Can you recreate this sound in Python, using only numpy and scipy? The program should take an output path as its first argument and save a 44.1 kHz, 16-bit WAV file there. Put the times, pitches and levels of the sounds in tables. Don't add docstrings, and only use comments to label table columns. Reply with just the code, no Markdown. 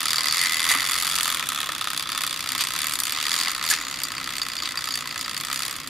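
import sys
import numpy as np
from scipy import signal
from scipy.fft import rfft, irfft, next_fast_len
from scipy.io import wavfile
from scipy.ndimage import uniform_filter1d

SR = 44100
rng = np.random.default_rng(int(sys.argv[2]) if len(sys.argv) > 2 else 0)


def undo_db(level):
    steps = np.asarray(level, float) / 20
    return 10 ** steps


def waveform_to_disk(signal):
    frames = np.transpose(np.atleast_2d(signal))
    scaled = np.clip(frames, -1, 1) * 32767
    samples = np.round(scaled).astype(np.int16)
    wavfile.write(sys.argv[1], SR, samples)


N = 259730

# time_s, tooth_peak_db, bite_db (highs over middle)
MESH = [(0.0, -18, -5.5), (0.45, -16.5, -1.5), (0.95, -17, -2), (1.1, -17.5, -0.6), (1.7, -21, -4),
        (2.0, -20, -4.5), (2.8, -17.5, -3.4), (3.0, -19, 6.5), (3.15, -17, -6.5), (3.3, -15.0, -4.5),
        (3.9, -22.5, -6.5), (4.15, -22.5, -4.5), (4.75, -22, -6), (4.95, -20, -1.5), (5.15, -24, -6.5),
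        (5.5, -20.5, -2), (5.65, -18.5, -2), (5.89, -33, -6.5)]
# start_s, teeth_count, second_tooth_delay_periods, second_tooth_extra_db
RUNS = [(0.0043, 6, -0.12, -18.5), (0.0814, 14, -0.17, -9), (0.2563, 5, 0.1, -4), (0.323, 13, 0.05, -7),
        (0.4694, 10, -0.013, -6), (0.593, 17, -0.13, 3), (0.7968, 19, -0.29, 3), (1.01, 13, 0.24, 2),
        (1.1528, 21, -0.23, 14.5), (1.3947, 8, -0.22, -3), (1.5181, 10, -0.19, -5), (1.6585, 27, -0.3, -15),
        (2.0704, 14, 0.31, 14), (2.2747, 12, 0.15, 2), (2.472, 12, 0.19, 12.5), (2.6496, 5, 0.18, 1),
        (2.7362, 14, 0.1, -11.5), (2.921, 8, -0.13, 2), (3.053, 19, 0.096, 4), (3.3062, 19, -0.2, 7),
        (3.5304, 6, 0.1, 10.5), (3.6257, 17, -0.0077, 6), (3.8357, 12, -0.013, 2), (4.0172, 6, 0.061, -12),
        (4.1181, 17, 0.16, -9), (4.3815, 16, -0.16, 2), (4.6548, 20, 0.12, -1), (4.9877, 19, 0.13, -2),
        (5.311, 10, 0.18, -4), (5.4819, 27, 0.12, 6)]
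# time_s, middle_db, high_db (over the usual tooth)
ODD_TEETH = [(0.105, 6, 9), (0.256, 0, 7), (0.292, -19, -16.6), (1.154, 7, 5), (1.425, -1, -1),
             (1.488, 9.5, 9.5), (1.749, 4.1, 2), (1.811, 4.5, 7), (1.975, 5, 9), (2.056, -8.5, -11.0),
             (2.176, 5.5, 9), (2.217, 0, 6.8), (2.969, -24, -15), (3.019, -25, -9), (3.481, 5, 3),
             (3.515, 1, 7), (3.611, -3, -6), (4.034, 5, 16), (4.416, 5, 4), (4.553, -1, 4),
             (4.741, -30, -26), (5.04, -11, -11), (5.177, 6, 6), (5.21, 8, 10), (5.376, 0, 7.5),
             (5.409, 1, 6), (5.726, -8, 3), (5.763, -5, 12), (5.8, 5.5, 6), (5.873, 11, 18)]
# time_s, peak_db
BOOMS = [(0.182, -15.5), (0.2588, -17.5), (0.9078, -23), (1.1757, -23), (1.2316, -27), (1.3967, -21),
         (1.4257, -21.5), (1.4571, -39), (1.5194, -21), (1.5768, -23), (1.6332, -16.5), (1.6891, -15.5),
         (1.717, -26), (1.8128, -19.5), (1.8726, -16.5), (1.934, -21), (1.9944, -24), (2.0896, -21.5),
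         (2.1789, -21.5), (2.2064, -21), (2.2353, -18), (2.804, -23), (3.4715, -18.5), (3.5169, -27),
         (3.5808, -26), (5.0574, -25), (5.1607, -20), (5.2964, -29), (5.3627, -28), (5.4839, -25)]
# pitch_hz, width_hz, level_db
SHELL = [(1271.6, 121, 0), (2002, 110, -2), (2044, 43, -14.5), (3470, 200, -0.5), (3894, 150, -5),
         (4632, 370, -1), (6850, 64, -1), (8060, 37, -2), (8910, 125, -4), (10260, 320, -11.5),
         (10970, 240, -15), (13260, 210, -11),
         (1075, 71, -5.5), (1796, 134, -6), (12200, 2500, -12)]
# pitch_hz, density_db (per Hz)
CRACK = [(240, -52), (400, -24), (850, -17.5), (1270, -2), (1430, -8.5), (2040, -1.5), (3050, 1),
         (3450, -6.5), (4620, -3), (5640, -5.5), (10800, -5), (13300, -35), (15800, -31)]
# pitch_hz, density_db (per Hz)
RUB = [(240, -50), (400, -8), (877, 0.5), (1270, 0), (1570, -1), (4620, -4.5), (6090, -10.5), (13100, -56),
       (15800, -35)]
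# pitch_hz, time_s, reach_s, level_db
SWAY = [(1274, 1.38, 0.37, 3), (2026, 0.43, 0.12, 7), (1980, 0.74, 0.27, 7.5), (4632, 0.48, 0.083, 0),
        (8060, 1.9, .6, -5), (8060, .3, .4, -3), (2010, 1.3, .15, -3), (10600, 3.71, .03, 12),
        (1770, 3.72, .04, 9), (10700, 2.8, .08, 0), (1966, 1.8, 0.6, -8.5), (2040, 3.55, 0.18, 1),
        (3395, 1.5, 0.59, 4), (3470, 2.105, 0.18, 1), (3500, 3.84, .4, -4), (3520, 5.9, 1, -1),
        (4632, 0.31, 0.15, 4), (4632, 1.56, 0.17, -9.5), (4632, 3.4, 0.087, 3), (4632, 5.2, 0.13, 0.5),
        (6470, 0.78, 0.25, 5), (6870, 2.3, 0.79, -4), (6800, 3.83, .2, 5), (6870, 3.0, 0.41, 1),
        (6870, 5.5, .2, 0), (10700, 0.83, 0.35, 11), (10600, 2.74, .2, -4), (10500, 4.3, 0.84, -15),
        (10740, 5.65, .15, 4)]
# time_s, length_s, low_db, middle_db, high_db
SCRAPES = [
    (0.699, 0.026, -29, -28, -29),
    (0.718, 0.031, -22, -29, -26),
    (0.747, 0.017, -15.5, -45, -51),
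    (2.613, 0.029, -27, -21.5, -33),
    (3.709, 0.023, -36, -21, -16.5),
    (3.73, 0.019, -22, -35, -38),
    (3.742, 0.025, -33, -30, -35),
    (0.306, 0.012, -37, -36, -49),
    (4.659, 0.028, -35, -29, -55),
]
ZONES_HZ = [1500, 4500, 11000]
# time_s, peak_db, pitch_hz
FLICKS = [(0.081, -20, 4500), (0.1056, -19, 4680), (0.1555, -24, 4830), (0.182, -20, 4690),
          (0.285, -28, 4760), (0.2975, -18, 4450), (0.322, -30, 4500), (0.3576, -24, 4490),
          (0.381, -37, 4700), (0.393, -18, 4480), (0.4366, -24, 4520), (3.6627, -19, 4640),
          (4.0362, -19, 4680), (4.1654, -23, 4580), (4.4169, -16.5, 4560), (4.517, -23, 4630),
          (4.5785, -21, 4650), (4.6209, -26.5, 4630), (4.774, -21, 4670), (4.8738, -27, 4610),
          (4.9057, -20, 4680), (4.9184, -22.5, 4480), (4.9387, -16.5, 4600), (4.9721, -23.5, 4600),
          (5.1057, -25, 4640), (5.2001, -27, 4690), (5.243, -23.5, 4630), (5.3646, -26, 4500)]
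# pitch_ratio, level_db, t60_s
ROD_MODES = [(0.999, -2.5, 0.074), (1.07, -1.5, 0.038), (1.473, -10.5, 0.08)]
# time_s, peak_db, pitch_hz, t60_s
TAPS = [
    (0.697, -15, 3900, .03),
    (0.7098, -4, 1900, .004),
    (0.755, -32, 280, .15),
    (3.711, -14, 1700, .05),
    (3.7378, -4, 5800, .0025),
]
# pitch_hz, density_db (per Hz)
ROOM_AIR = [(13, -42), (22, -14), (38, -7.5), (113, -2.5), (140, 0), (204, -5), (254, -6), (320, -0.5),
            (410, -17), (467, -8.5), (700, -9.5), (910, -40), (1540, -120)]
# pitch_hz, level_db
HUM = [(48.4, -64.5), (150.7, -57), (258.4, -54.5)]
HUM_WIDTH_HZ = [0.24, 3, 16]
# pitch_hz, side_minus_mid_db
WIDTH = [(60, -10), (120, -5.5), (240, -12.5), (480, 1), (950, -24.5), (1890, -15), (3770, -11), (7520, -3),
         (15000, -11.5)]
# pitch_hz, left_minus_right_db
LEAN = [(30, 3), (60, 4), (240, 0.6), (3800, -0.35), (15000, -0.5)]
# pitch_hz, level_db
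MICROPHONE = [(13650, -0.5), (14300, -1), (15700, -6), (15900, -27), (16500, -31)]


def gears():
    contacts = teeth(soft_db=2.0, uneven_db=1.92, jitter_s=.0007, boom_share=0.59)
    contacts[:, 1:] -= contacts[:, 1:].mean(0) - contacts[:, 2].mean()
    white = rng.standard_normal((2, N))

    def force(hz, spread_db, kick, scrape_db, rub_db):
        luck = rng.standard_normal((2, len(contacts)))
        slow = (hz / 4000) ** -.48
        at = (contacts[:, 0] + .0006 + .0005 * slow * luck[0]) * SR
        at = np.clip(at.astype(int), 0, N - 40)
        blows = np.zeros(N)
        blows[at] = undo_db(by_zone(hz, *contacts[:, 1:].T) + spread_db * luck[1])
        burst = fading(blows, 0.0013 * slow) - fading(blows, 0.0004 * slow)
        tail = undo_db(-16.5) * fading(blows, 0.0095)
        scraping = undo_db(scrape_db) * scrapes(hz)
        rubbing = undo_db(at_hz(RUB, hz)) * friction(hz, rub_db)
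        noise = stereo_noise(hz, white)
        out = (1.074 * burst + tail + scraping + rubbing) * noise
        out[:, at + 30] += kick * min(1, 7000 / hz) * blows[at] * rms_each(noise[:, at + 30])
        return out

    out = 0
    edges = 400 * 2 ** np.arange(0, 5.6, .4)
    for low, high in zip(edges, edges[1:]):
        hz = np.sqrt(low * high)
        drive = force(hz, spread_db=0.8, kick=2.06, scrape_db=3.5, rub_db=-3.0)
        out = out + undo_db(at_hz(CRACK, hz) + 2.5) * band(drive, low, high)
    for hz, width_hz, db in SHELL:
        drive = sway(hz, depth=1.36) * force(hz, spread_db=1.5, kick=4.9, scrape_db=2.0, rub_db=-4)
        out = out + undo_db(db + 7) * resonance(drive, hz, width_hz)
    return out


def teeth(soft_db, uneven_db, jitter_s, boom_share):
    s, mesh, bite = np.transpose(MESH)
    ends = [row[0] for row in RUNS[1:]] + [N / SR]
    times, turns = [], []
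    for (start, count, limp, second_db), end in zip(RUNS, ends):
        k = np.arange(round(count))
        times.append(start + (end - start) * (k + limp * (k % 2)) / len(k))
        turns.append(second_db * (k % 2 - .5))
    t, turn_db = np.concatenate(times), np.concatenate(turns)
    luck = rng.standard_normal((600, 4))[:len(t)].T
    t = t + jitter_s * luck[0]
    turn_db = turn_db + 1.87 * np.cos(2 * np.pi * (np.arange(len(t)) - 6.1) / 24.4)
    usual_db = np.interp(t, s, mesh) + soft_db
    middle_db = usual_db + 0.23 * turn_db + uneven_db * luck[1]
    high_db = middle_db + np.interp(t, s, bite) + .6 * turn_db + 1.2 * luck[2]
    low_db = -28.5 + boom_share * (usual_db - usual_db.mean()) + 0.28 * turn_db + 2.0 * luck[3]
    for when, db, bright_db in ODD_TEETH:
        k = np.argmin(abs(t - when))
        t[k] = when
        middle_db[k] = usual_db[k] + db
        high_db[k] = usual_db[k] + np.interp(when, s, bite) + bright_db
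    for when, db in BOOMS:
        low_db[np.argmin(abs(t - when))] = db - 2
    return np.transpose([t, low_db, middle_db, high_db])


def friction(hz, rub_db):
    s, mesh, bite = np.transpose(MESH)
    start, count = np.transpose(RUNS)[:2]
    teeth_per_s = count / np.diff(np.r_[start, N / SR])
    speed = np.interp(s, start, uniform_filter1d(teeth_per_s, size=3))
    firm = mesh - mesh.mean()
    level_db = by_zone(hz, .17 * firm, .2 * firm, .3 * firm + bite - bite.mean())
    speed_db = .12 * (speed - speed.mean())
    return slowly(s, undo_db(level_db + rub_db - 31 + speed_db))


def scrapes(hz):
    out, t = np.zeros(N), np.arange(-2000, 2000)
    for s, length, *zones_db in SCRAPES:
        out[round(s * SR) + t] += undo_db(by_zone(hz, *zones_db)) * np.exp(-(2 * t / SR / length) ** 2)
    return out


def sway(hz, depth):
    when = np.arange(0, N / SR + .05, .05)
    db = 0
    for centre, s, reach, swell_db in SWAY:
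        nearness = (np.log(hz / centre) / 0.04) ** 2 + ((when - s) / reach) ** 2
        db = db + np.exp(-nearness) * swell_db
    return slowly(when, undo_db(depth * (db - db.mean())))


def axle():
    out, t = np.zeros(N), np.arange(SR // 10) / SR
    for s, db, hz in FLICKS:
        luck = rng.standard_normal((3, 2))
        ring = 0
        for (ratio, level_db, t60), (a, b) in zip(ROD_MODES, luck):
            decay = undo_db(level_db + 3.0 * a - 60 * t / t60)
            ring = ring + decay * np.sin(2 * np.pi * hz * ratio * t + 3 * b)
        i = round(s * SR)
        out[i:i + len(t)] += undo_db(db + 0.5) * (1 - np.exp(-t / 0.0009)) * ring
    return out * undo_db([[-.5], [.5]])


def taps():
    out, t = np.zeros(N), np.arange(SR // 4) / SR
    for s, db, hz, t60 in TAPS:
        i = round(s * SR)
        ring = undo_db(db - 60 * t / t60) * np.sin(2 * np.pi * hz * t)
        out[i:i + len(t)] -= band(ring, hz / 3, hz * 3)
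    return out


def room_tone():
    air, edges = 0, 22 * 2 ** np.arange(0, 5.3, .4)
    white = rng.standard_normal((2, N))
    for low, high in zip(edges, edges[1:]):
        hz = np.sqrt(low * high)
        air = air + undo_db(at_hz(ROOM_AIR, hz)) * band(stereo_noise(hz, white), low, high)
    hum = 0
    for (hz, db), width_hz in zip(HUM, HUM_WIDTH_HZ):
        hum = hum + undo_db(db) * rms_one(resonance(stereo_noise(hz, white), hz, width_hz))
    return undo_db(-48.5) * rms_one(air) + hum


def hiss():
    mid, side = band(rng.standard_normal((2, N)), 10500, 16000)
    return undo_db(-55) * rms_one(mid + .6 * side * [[1], [-1]])


def at_hz(points, hz):
    table_hz, value = np.transpose(points)
    return np.interp(np.log(hz), np.log(table_hz), value)


def by_zone(hz, low, middle, high):
    share = np.interp(np.log(hz), np.log(ZONES_HZ), [-1, 0, 1])
    return middle + max(-share, 0) * (low - middle) + max(share, 0) * (high - middle)


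def stereo_noise(hz, white):
    side = undo_db(at_hz(WIDTH, hz))
    balance = undo_db(at_hz(LEAN, hz) / 2 * np.array([[1], [-1]]))
    mix = np.array([[1, side], [1, -side]]) * balance
    return np.roll(mix @ white, rng.integers(N), axis=1)


def band(x, low_hz, high_hz):
    sos = signal.butter(2, [low_hz, min(high_hz, .45 * SR)], "band", fs=SR, output="sos")
    return signal.sosfilt(sos, x)


def resonance(x, hz, width_hz):
    r = np.exp(-np.pi * width_hz / SR)
    poles = [1, -2 * r * np.cos(2 * np.pi * hz / SR), r * r]
    return signal.lfilter([(1 - r * r) / 2, 0, (r * r - 1) / 2], poles, x)


def fading(x, seconds):
    return signal.lfilter([1], [1, -np.exp(-1 / (max(seconds, 1e-4) * SR))], x + 1e-18)


def slowly(when, gains):
    return np.repeat(np.interp(np.arange(0, N, 32) / SR, when, gains), 32)[:N]


def rms_one(x):
    return x / np.sqrt(np.mean(x ** 2) + 1e-20)


def rms_each(x):
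    return x / np.sqrt(np.mean(x ** 2, axis=0) + 1e-20)


def scene():
    return gears() + axle() + taps() + room_tone() + hiss()


def top_cut(x):
    return signal.sosfilt(signal.butter(12, 16500, fs=SR, output="sos"), x)


def record(dry):
    size = next_fast_len(N)
    hz = np.arange(1, size // 2 + 2) * SR / size
    mix = irfft(rfft(dry, size) * undo_db(at_hz(MICROPHONE, hz)), size)[:, :N]
    return top_cut(mix)


dry = scene()
out = record(dry)
waveform_to_disk(out)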